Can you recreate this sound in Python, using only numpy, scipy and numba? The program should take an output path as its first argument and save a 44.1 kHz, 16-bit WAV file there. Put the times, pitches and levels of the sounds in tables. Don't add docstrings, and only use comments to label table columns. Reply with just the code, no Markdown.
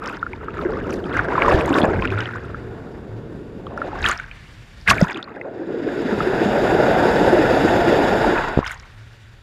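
import sys
import numpy as np
from scipy import signal
from scipy.fft import rfft, irfft, next_fast_len
from scipy.io import wavfile
from scipy.ndimage import uniform_filter1d
from numba import njit

SR = 44100
rng = np.random.default_rng(int(sys.argv[2]) if len(sys.argv) > 2 else 0)


def transcribe(u):
    v = np.clip(np.atleast_2d(u).T, -1, 1)
    q = np.round(v * 32767).astype(np.int16)
    wavfile.write(sys.argv[1], SR, q)


def makeup_ratio(level_db):
    decades = np.asarray(level_db, float) / 20
    return 10 ** decades


N = 415422
TIME = np.arange(N) / SR
SLOW_TIME = TIME[::64]


def curve(table):
    s, *columns = np.transpose(table)
    return [np.interp(SLOW_TIME, s, c) for c in columns]


def full(slow):
    return np.interp(TIME, SLOW_TIME, slow)


def walk(rate):
    size, hold = len(SLOW_TIME), max(int(SR / 64 / rate), 1)
    steps = np.repeat(rng.standard_normal(size), hold)[:size]
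    return 1.585 * uniform_filter1d(uniform_filter1d(steps, hold), hold)


def colour(table, hz):
    f, db = np.transpose(table)
    return np.interp(np.log(hz), np.log(f), db)


@njit
def ring(start, hz, size, t60, rise, swell):
    out = np.zeros(N)
    for k in range(len(hz)):
        n = int(t60[k] * SR) + 2
        phase, gain, fade, shut = 0., size[k], 1000 ** (-1 / n), 1.
        close = np.exp(-1 / (swell * n))
        for i in range(min(n, N - start[k])):
            phase += 2 * np.pi * hz[k] * (1 + rise * i / n) / SR
            shut *= close
            out[start[k] + i] += gain * (1 - shut) ** 2 * np.sin(phase)
            gain *= fade
    return out


def hits(table, lift_db, t60, rise, swell):
    s, db, hz = np.transpose(table)[:3]
    late, twin = rng.random((len(s), 2)).T
    first = ring((s * SR).astype(int), hz, makeup_ratio(db + lift_db), t60, rise, swell)
    twin_start = ((s + 0.00069 * late) * SR).astype(int)
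    twin_hz = hz * (1.06 + 0.22 * twin)
    return first + ring(twin_start, twin_hz, makeup_ratio(db + lift_db - 13.5), 1.26 * t60, rise, swell)


BAND_EDGES = [25, 150, 900, 2400, 9000]


def lifted(table, levels_db, hz):
    group = np.clip(np.searchsorted(BAND_EDGES, hz) - 1, 0, len(BAND_EDGES) - 2)
    centres = np.log([70, 400, 1500, 3500])
    share = np.array([np.interp(np.log(hz), centres, row) for row in np.eye(4)]).T
    db = colour(table, hz) + 10 * np.log10(hz)
    own = [10 * np.log10(np.sum(makeup_ratio(db[group == g]) ** 2)) for g in range(4)]
    return (db - share @ own)[:, None] + share @ levels_db


# time in seconds, share in air 0-1.
AIR_SHARE = [(0, 0.55), (4.05, 0.41), (4.15, 1), (4.92, 0.8), (4.98, 0.04), (8.58, 0), (8.66, 1),
             (9.42, 0.48)]


def air_share():
    return curve(AIR_SHARE)[0]


# frequency in Hz, level in dB per Hz.
AIR_SPECTRUM = [(18, -61), (30, 2), (114, -2.5), (249, -24), (1170, -27), (1550, -24), (2240, -30),
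                (5300, -43), (13000, -61), (15500, -76)]
WIND_LEVELS = [-47.5, -54, -55, -52.5]


def wind_power(hz):
    wind_db = lifted(AIR_SPECTRUM, np.array(WIND_LEVELS)[:, None], hz)
    return makeup_ratio(wind_db) ** 2 * np.clip(air_share(), 0, 1) ** 1.74


# time in seconds, pitch in Hz, level in dB.
HULL_TONE = [(0, 116, -65), (1.9, 113, -94), (2.1, 109.3, -28), (2.8, 116.6, -37), (3.0, 115.1, -37),
             (3.5, 116.7, -39), (4.0, 115, -46), (4.8, 114.8, -51.5), (6.2, 113.7, -42.5),
             (8.6, 109.6, -45), (9.42, 112.2, -45)]


def hull():
    hz, db = curve(HULL_TONE)
    phase = 2 * np.pi * np.cumsum(full(hz * (1 + .055 * walk(18)))) / SR
    return np.sin(phase) * full(makeup_ratio(db + 4 * walk(14) - 2))


# time in seconds, level in dB, build in seconds, recovery in seconds.
FILM_POPS = [
    (1.8365, 0, .0005, .0005),
    (8.5755, -1, 0.0021, 0.0011),
    (8.5903, 2.5, 0.00089, 0.0005),
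    (8.605, -23, .002, .003),
]


def pops():
    out = np.zeros(N)
    for s, db, build, recover in FILM_POPS:
        t = TIME - s
        before = .8 * np.exp(-abs(t) / build)
        after = -1.45 * np.exp(-abs(t) / recover)
        out += makeup_ratio(db) * np.where(t < 0, before, after)
    return uniform_filter1d(uniform_filter1d(out, size=24), size=24)


# time in seconds, peak in dB.
FILM_CRACKS = [(0.0423, -44), (0.0598, -41), (0.0952, -40), (1.1443, -41), (1.1697, -38), (1.4641, -42),
               (1.4835, -44), (1.4955, -36), (1.5264, -38), (1.5394, -33), (1.6217, -44), (1.6591, -29),
               (1.6781, -40), (1.6931, -37), (1.716, -44), (1.729, -34), (1.7848, -33), (1.8033, -31),
               (1.8347, -37), (1.8542, -39), (2.0527, -38), (3.7758, -46), (4.0193, -41), (4.0657, -28),
               (4.0876, -23), (4.1734, -46), (4.8748, -43), (4.8798, -20), (4.8948, -15), (4.9437, -33),
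               (5.006, -28), (5.0429, -40), (5.0893, -47), (6.6214, -38), (8.6512, -43), (8.6727, -34),
               (8.6946, -41), (8.7161, -28)]


def cracks():
    s, db = np.repeat(np.array(FILM_CRACKS), 3, axis=0).T
    hz = 6800 + 1900 * (np.arange(len(s)) % 3 + rng.random(len(s)))
    size = makeup_ratio(np.minimum(db, -22) + 3.5 - (hz - 6800) / 700)
    return ring((s * SR).astype(int), hz, size, np.full(len(s), .0035), 0.05, 0.03)


# time in seconds, peak in dB, pitch in Hz.
SNAP_EVENTS = [(0.0598, -37, 5370), (0.0752, -30.5, 5200), (0.169, -43, 5000), (0.9068, -36, 5800),
               (1.1697, -36, 5900), (1.484, -37, 6540), (1.6591, -35, 6560), (1.6931, -37, 7100),
               (1.8542, -37, 7060), (2.0527, -41, 5140), (2.2059, -33.5, 5140), (3.7758, -45, 5300),
               (3.9903, -42.5, 5170), (4.019, -38, 6400), (4.0317, -39, 5100), (4.0876, -23, 6800),
               (4.1135, -22.5, 6800), (4.1764, -32.5, 5260), (4.199, -46, 6600), (4.813, -45, 4960),
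               (4.8963, -23, 5000), (5.0145, -23, 5130), (5.1297, -36, 4800), (5.1736, -45, 6710),
               (5.2275, -38, 4800), (8.4866, -42, 6600), (8.6512, -44, 6590), (8.6677, -35, 5900),
               (8.6777, -28, 5000), (8.721, -40, 6900), (8.7445, -40.5, 6600), (8.777, -46, 4700),
               (8.7984, -38.5, 5400)]


def snaps():
    return hits(SNAP_EVENTS, 11.3, np.full(len(SNAP_EVENTS), .005), 0.069, 0.021)


# time in seconds, peak in dB, pitch in Hz.
TICK_EVENTS = [(0.059, -30.5, 2970), (0.3326, -23.5, 2160), (0.5062, -38, 2600), (0.9268, -28, 2420),
               (1.041, -34, 3080), (1.4022, -23, 2160), (1.4208, -8, 2200), (1.6086, -19, 2420),
               (1.729, -22, 2660), (1.7417, -19, 3560), (1.7853, -19, 2460), (1.8168, -19.5, 3300),
               (2.023, -18, 2440), (2.0745, -21.5, 2700), (2.1034, -22, 2440), (2.2059, -22.5, 2900),
               (2.257, -24, 2990), (4.0275, -25, 3720), (4.042, -10.5, 2480), (4.0617, -9.5, 3140),
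               (4.3134, -27.5, 2400), (4.8833, -12, 2380), (4.9025, -6, 2630), (5.0998, -22.5, 2380),
               (5.1453, -27.5, 3430), (5.1737, -28.5, 2990), (5.2277, -24.5, 3540), (8.3794, -19, 2442),
               (8.663, -24.5, 3100)]


def ticks():
    return hits(TICK_EVENTS, 6.3, np.full(len(TICK_EVENTS), .011), 0.11, 0.016)


# time in seconds, peak in dB, pitch in Hz.
SPRAY_EVENTS = [(0.087, -29, 2600), (0.097, -28, 2500), (0.194, -40, 3600), (0.614, -37, 3520),
                (0.8395, -37, 2890), (1.0544, -36, 2450), (1.1278, -31, 3230), (1.1717, -18, 2070),
                (1.3214, -25, 2030), (1.5144, -17, 2160), (1.6531, -24, 2040), (1.6911, -25, 2400),
                (1.8294, -22, 3430), (1.8544, -25, 2410), (1.9116, -28, 2190), (1.9594, -26, 2150),
                (1.9974, -25, 2130), (2.0527, -18, 2400), (2.136, -29, 2000), (2.2258, -29, 2420),
                (2.3044, -36, 2060), (4.1144, -22, 2140), (4.1979, -25, 2190), (5.1124, -25, 2120),
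                (5.1594, -24, 2470), (5.2415, -33, 4200), (5.2849, -34, 2030), (5.3203, -40, 2070),
                (8.6433, -21, 2050), (8.6774, -23, 2110), (8.6964, -27, 2220), (8.8333, -37, 2140)]


def spray():
    return hits(SPRAY_EVENTS, 4.5, np.full(len(SPRAY_EVENTS), .014), 0.05, 0.02)


# time in seconds, peak in dB, pitch in Hz, decay by 60 dB in seconds.
AIR_POCKETS = [
    (0.655, -11.5, 360, 0.047),
    (1.545, -4, 80.7, 0.022),
    (1.704, -7.5, 288, 0.072),
    (1.833, -12, 204, 0.03),
    (5.012, -6, 572, 0.023),
    (5.0232, 0, 175, 0.045),
    (5.152, -21, 347, 0.059),
]


def thumps():
    t60 = np.clip(np.array(AIR_POCKETS)[:, 3], .004, .2)
    return hits(AIR_POCKETS, 3.7, t60, -0.082, 0.028)


# time in seconds, peak in dB, pitch in Hz.
GULP_EVENTS = [(5.593, -20, 315), (5.672, -18, 350), (5.741, -14, 455), (5.793, -15, 355),
               (5.847, -13, 310), (5.875, -13, 358), (5.921, -16, 366), (5.975, -14, 396), (6.0, -12, 334),
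               (6.05, -15, 256), (6.083, -13, 401), (6.118, -12, 205), (6.13, -11, 369), (6.177, -14, 390),
               (6.27, -8, 361), (6.3, -10, 388), (6.408, -8, 318), (6.455, -10, 200), (6.48, -10, 614),
               (6.747, -4, 385), (6.798, -5, 633), (6.879, -8, 514), (6.961, -5, 724), (7.208, -5, 304),
               (7.274, -5, 506), (7.327, -4, 355), (7.386, -3, 301), (7.437, -7, 495), (7.506, -4, 503),
               (7.645, -5, 326), (7.818, -7, 684), (7.87, -4, 345), (7.902, -6, 334), (8.242, -7, 861),
               (8.29, -10, 350), (8.333, -9, 353)]


def gulps():
    return hits(GULP_EVENTS, 1.5, 26 / np.array(GULP_EVENTS)[:, 2], 0.08, 0.03)


# time in seconds, peak in dB, pitch in Hz.
WALL_BUBBLES = [(0.080, -17, 1500), (0.169, -25, 1700), (0.3521, -33, 1620), (0.5472, -27, 1250),
                (0.5694, -21, 1310), (0.6479, -25, 1530), (0.6908, -25, 1280), (0.7317, -21, 1100),
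                (0.8111, -23, 1610), (0.847, -25, 1290), (0.9068, -26, 1250), (1.1164, -18, 1420),
                (1.3209, -13, 993), (1.5094, -7, 1140), (1.5898, -12, 1130), (1.7175, -14, 1070),
                (1.734, -12, 1480), (1.8906, -19, 1320), (1.936, -18, 1550), (1.9899, -17, 1570),
                (2.1234, -17, 1550), (2.139, -16, 1360), (2.1765, -14, 1400), (2.2244, -21, 1500),
                (2.2887, -19, 1420), (2.3351, -20, 1490), (2.3794, -31, 1410), (2.4982, -29, 1310),
                (3.7199, -30, 1070), (3.9165, -26, 1310), (3.9544, -23, 1100), (3.9868, -22, 1580),
                (4.0073, -20, 1620), (4.0744, -12, 1390), (4.0946, -9, 1170), (4.1144, -13, 1410),
                (4.1639, -25, 1350), (4.2622, -35, 1520), (4.2817, -33, 1540), (5.0454, -21, 1320),
                (5.0694, -20, 1620), (5.1078, -23, 1600), (5.1677, -25, 1170), (5.1896, -22, 1300),
                (5.2264, -30, 1390), (5.2754, -28, 1120), (5.451, -32, 1060), (5.8865, -20, 1590),
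                (6.0871, -22, 1640), (8.6794, -24, 1340), (8.7294, -31, 1320), (8.759, -33, 1010)]


def bubbles():
    return hits(WALL_BUBBLES, 2.5, 34 / np.array(WALL_BUBBLES)[:, 2], 0.04, 0.03)


# time in seconds, peak in dB, pitch in Hz.
PING_EVENTS = [(0.02, -19.5, 1280), (0.228, -9.5, 1355), (0.265, -16.5, 1390), (0.335, -27, 900),
               (0.483, -16, 1286), (1.14, -17, 1490), (1.192, -5.5, 1440), (1.246, -17.5, 1520),
               (1.285, -16, 1580), (1.354, -11, 1210), (1.379, -5.5, 1030), (1.419, -11, 1090),
               (1.447, -8.5, 1150), (1.48, -4.5, 996), (1.764, -9, 1124), (1.836, -17, 820),
               (2.022, -13.5, 1040), (2.052, -13.5, 1410), (2.545, -18.5, 1360), (3.776, -16.5, 1370),
               (3.817, -11.5, 1360), (4.045, -9, 1400), (4.198, -16, 1500), (4.876, -2.5, 2060),
               (4.912, 0, 1150), (5.413, -19.5, 2030), (6.204, -9.5, 1290), (6.799, -13, 802),
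               (7.247, -9, 875), (8.628, -18, 1066),
               (.4105, -28, 1310), (.59, -16.5, 1280), (.77, -20, 1200), (1.152, -15, 1520),
               (1.166, -10, 1380), (2.189, -14, 1410), (2.87, -34, 1400), (3.6675, -24, 1154),
               (3.667, -34, 3200), (3.93, -21, 850), (4.241, -25, 1560), (4.982, -13.5, 2260),
               (8.663, -17, 1490), (8.708, -18, 1470)]


def pings():
    events = PING_EVENTS
    return hits(events, 4.0, 29.8 / np.array(events)[:, 2], 0.034, 0.027)


# crest in seconds, level in dB, build and
# fade in seconds per 20 dB (a negative fade stops at once), centre in Hz.
BREAKING_WATER = [(.08, -29, 0.18, 0.26, 1190), (.165, -38, 0.17, -0.02, 2300),
                  (.075, -51, 0.028, 0.2, 4960), (.58, -32.5, 0.38, .15, 1290), (.8, -32, 0.26, 0.3, 1270),
                  (.92, -49, .15, 0.4, 5000), (1.179, -20.5, 0.1, 0.12, 1430),
                  (1.421, -16, 0.32, 0.43, 1092), (1.27, -28.5, 0.12, 0.5, 553), (1.52, -16, 0.28, .2, 488),
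                  (1.53, -53, 0.11, 0.9, 5960), (1.72, -19.5, 0.033, 0.35, 296),
                  (1.78, -21, 0.27, 0.27, 1020), (1.801, -37, 0.12, -0.14, 5000),
                  (2.05, -25, 0.16, 0.03, 1360), (2.24, -29.5, 0.42, 0.36, 1400), (2.8, -44, .5, .9, 750),
                  (3.82, -30.5, 0.2, .25, 600), (3.96, -32.5, 0.3, 0.25, 850),
                  (4.05, -19, 0.016, 0.16, 1570), (4.098, -22.5, 0.18, 0.07, 1500),
                  (4.088, -32, 0.06, 0.055, 5300), (1.51, -27, .2, .13, 2100), (3.84, -45, .2, .25, 2600),
                  (4.068, -26, .025, .08, 2900), (4.18, -40, .05, 0.53, 1900),
                  (4.88, -8, 0.0095, 0.08, 1600), (4.908, -7, 0.018, 0.018, 1350),
           (4.906, -12.5, 0.017, 0.016, 5200), (4.9, -20, 0.025, 0.13, 166), (4.89, -22.5, .02, .12, 650),
           (5.01, -24.5, 0.066, 0.25, 1120), (5.01, -33, 0.13, 0.097, 4200), (5.11, -34, 0.079, 0.16, 2300),
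           (5.2, -38, 0.12, .6, 1130), (5.62, -27, 0.04, 0.019, 430), (5.16, -36.5, .03, 0.076, 300),
           (5.47, -32, 0.22, 0.25, 580), (5.88, -26, 0.45, 0.55, 382), (8.54, -29, 0.16, 0.17, 920),
           (8.8, -45.5, .05, 0.44, 1470), (8.37, -18.5, 0.45, 0.26, 1060), (8.64, -27.5, .03, 0.058, 1460),
           (8.7, -29.5, .12, .12, 1730), (8.67, -41.5, 0.025, 0.083, 3600), (8.72, -46, .03, .02, 11000)]
# crest in seconds, level in dB, build and fade in seconds
# per 20 dB, centre in Hz.
SWELLS = [
    (.5, -36.5, .6, 1.5, 80),
    (3.3, -40, 3.9, 2.5, 140),
    (8.3, -34, 1.5, .5, 30),
    (1.18, -26, .06, .1, 100),
    (1.55, -26, 0.21, .2, 80),
    (1.97, -24, 0.28, .3, 114),
    (2.45, -38.5, .2, 0.39, 100),
    (4.05, -27.5, 0.18, 0.12, 69.5),
    (5.0, -26, .04, .07, 110),
    (8.58, -35, .05, 0.22, 70),
]
# fall below and above the centre in dB per octave,
# level at the centre in dB.
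SPECTRAL_SLOPES = [
    (5.5, 9.5, -5.5),
    (15.7, 13.8, -3),
    (4.5, 11.8, -3),
]


def breaking_power(hz):
    power, t = 0, SLOW_TIME
    for s, db, build, fade, centre_hz in BREAKING_WATER + SWELLS:
        octaves = np.log2(hz / centre_hz)
        below_db, above_db, top_db = SPECTRAL_SLOPES[np.searchsorted([250, 3000], centre_hz)]
        shape_db = np.where(octaves < 0, below_db * octaves, -above_db * octaves)
        shape_db = shape_db + top_db - 15 * (hz > 14000)
        crest_db = db - 20 * np.where(t < s, (s - t) / max(build, 1e-3), (t - s) / max(fade, 1e-3))
        power = power + makeup_ratio(np.add.outer(shape_db, crest_db)) ** 2
    return power


# centre in Hz, width in Hz, gain in dB.
WALL_MODES = [(385, 180, 2), (635, 34, 3), (1520, 500, 5.5), (1160, 360, -10), (2290, 130, -7),
              (2520, 110, 1.5), (3090, 444, -7), (4280, 350, -13), (5820, 600, -18), (8400, 700, -10),
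              (10000, 450, -9), (11700, 300, -11), (12300, 1900, 3.5), (15300, 1000, -43)]


def housing(x):
    size = next_fast_len(N)
    f = np.fft.rfftfreq(size, 1 / SR)
    modes_db = sum(db / (1 + (2 * (f - hz) / width) ** 2) for hz, width, db in WALL_MODES)
    through_walls = irfft(rfft(x, size) * makeup_ratio(modes_db + 1.5), size)[:N]
    up = full(air_share())
    return (1 - up) * through_walls + up * x


# time in seconds, rush in dB, fineness of the bubbles in dB.
FLOW_SPEED = [(0, -31, -6), (.35, -33.5, -16), (.7, -22, -15.5), (1.15, -22.5, -17), (1.55, -20, 0.5),
              (1.9, -17.5, -15), (2.3, -32, -2), (2.7, -33, -16), (3.6, -32, -27), (4.0, -31, 3.5),
              (5.1, -38, -9), (5.5, -35.5, -6.5), (5.95, -27.5, 2.5), (6.2, -21, -0.5), (6.7, -16, -1.5),
              (7.7, -15.2, .7), (8.3, -18, 2), (8.56, -32.5, 7.5)]
# frequency in Hz, level in dB per Hz.
WATER_SPECTRUM = [(18, -28), (30, -30), (639, -11.5), (1110, -5), (1510, -5), (2300, -15.5), (3680, -21.5),
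                  (4310, -26), (4910, -27.5), (5890, -20.5), (6720, -41), (12600, -49.5), (15500, -82)]
# leaves the water in seconds, re-enters in seconds.
AIR_SPELLS = [
    (4.09, 4.875),
    (8.6, 9.6),
]


def flow_power(hz):
    rush_db, fine_db = curve(FLOW_SPEED)
    for leaves, enters in AIR_SPELLS:
        drained = np.clip((SLOW_TIME - leaves) / 0.048, 0, 1)
        rush_db = rush_db - 26.5 * drained * (SLOW_TIME < enters)
    full_db = rush_db + 16
    rumble_db = -33.5 + 1.19 * full_db
    gurgle_db = rush_db - 12 + 0.51 * fine_db
    hiss_db = rush_db - 15 + fine_db
    flow_db = lifted(WATER_SPECTRUM, np.array([rumble_db, rush_db, gurgle_db, hiss_db]), hz)
    lean = np.interp(np.log2(hz / 400), [-2, -1, 1, 2], [0, -1, 1, 0])
    flow_db += np.outer(lean, 0.1 + 0.19 * full_db)
    shoulder = np.interp(hz, [450, 600, 850, 1000], [0, 1, 1, 0])
    flow_db += np.outer(shoulder, 7 + 1.23 * np.clip(full_db, -9, -2))
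    treble_octaves = np.log2(np.maximum(hz / 4000, 1))
    flow_db += np.outer(treble_octaves, 2 + 0.18 * full_db)
    return makeup_ratio(flow_db) ** 2


def level_map(hz):
    return 10 * np.log10(flow_power(hz) + wind_power(hz) + breaking_power(hz))


# time in seconds, spatter 0-1.
BROKEN_WATER = [(.18, 1), (.25, .6), (.6, 1), (1.6, .72), (2.3, 1), (2.6, .15), (3.6, .15), (4.0, .7),
                (4.3, .6), (4.4, .15), (4.86, .15), (4.87, .6), (4.93, 1), (5.35, 1), (5.6, .35), (6.6, .2),
                (8.6, .25), (8.66, .85), (8.85, .6), (9, .15), (9.42, .1)]


def broken_water():
    return curve(BROKEN_WATER)[0]


def froth(hz, db, spatter, count=20000):
    chance = rng.random((count, 5)).T
    at = (chance[0] * (len(spatter) - 1)).astype(int)
    band = (len(hz) * (.36 + .62 * chance[1] ** .7)).astype(int)
    pitch = hz[band] * 2 ** ((chance[2] - .5) / 3)
    spread_db = np.interp(np.log2(pitch / 500), [0, 2, 3, 4.5], [2.2, 3.4, 4.4, 6])
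    loud_db = -spread_db * np.log(chance[3] + .02) + 5.8 + 3 * walk(60)[at]
    size = makeup_ratio(db[band, at] + loud_db) * spatter[at]
    cycles = 10 + 40 * chance[4] ** 1.5
    return ring(at * 64, pitch, size, cycles / pitch, 0.12, 0.013)


def rush(hz, db, spatter):
    size = next_fast_len(N)
    f = np.maximum(np.fft.rfftfreq(size, 1 / SR), 1)
    noise, out = rfft(rng.standard_normal(size)), 0
    surge, near = walk(80), np.array([walk(70) for _ in range(6)])
    for k, centre in enumerate(hz):
        mask = np.cos(np.pi / 2 * np.clip(3 * np.log2(f / centre), -1, 1))
        band = irfft(noise * mask, size)[:N]
        at = k / len(hz) * 5
        shared = near[int(at)] * (1 - at % 1) + near[int(at) + 1] * (at % 1)
        together = spatter * 2.8 * shared + (.5 + spatter) * surge
        flutter = together * min(centre / 500, 1) + .8 * walk(30)
        thinning = 12 * spatter * np.interp(centre, [0, 900, 6000], [0, 1, 1.1])
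        out = out + band / band.std() * full(makeup_ratio(db[k] + flutter - thinning))
    return out


def scene():
    hz = 25 * 2 ** (np.arange(29) / 3)
    db, spatter = level_map(hz), broken_water()
    water = housing(rush(hz, db, spatter) + froth(hz, db, spatter))
    large = pings() + bubbles() + gulps() + thumps()
    small = spray() + ticks() + snaps() + cracks()
    return (water + large + small + pops() + hull())[None]


def low_pass(x):
    return signal.sosfilt(signal.butter(12, 15690, fs=SR, output="sos"), x)


# frequency in Hz, level in dB.
WHINE_TONES = [
    (14626, -91),
]


def record(dry):
    lowpass = signal.butter(4, 12500, fs=SR, output="sos")
    hiss = makeup_ratio(-80) * signal.sosfilt(lowpass, rng.standard_normal(N))
    whine = sum(makeup_ratio(db) * np.sin(2 * np.pi * hz * TIME) for hz, db in WHINE_TONES)
    mix = np.clip(dry + hiss + whine, -1, 1)
    return low_pass(mix)


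dry = scene()
out = record(dry)
transcribe(out)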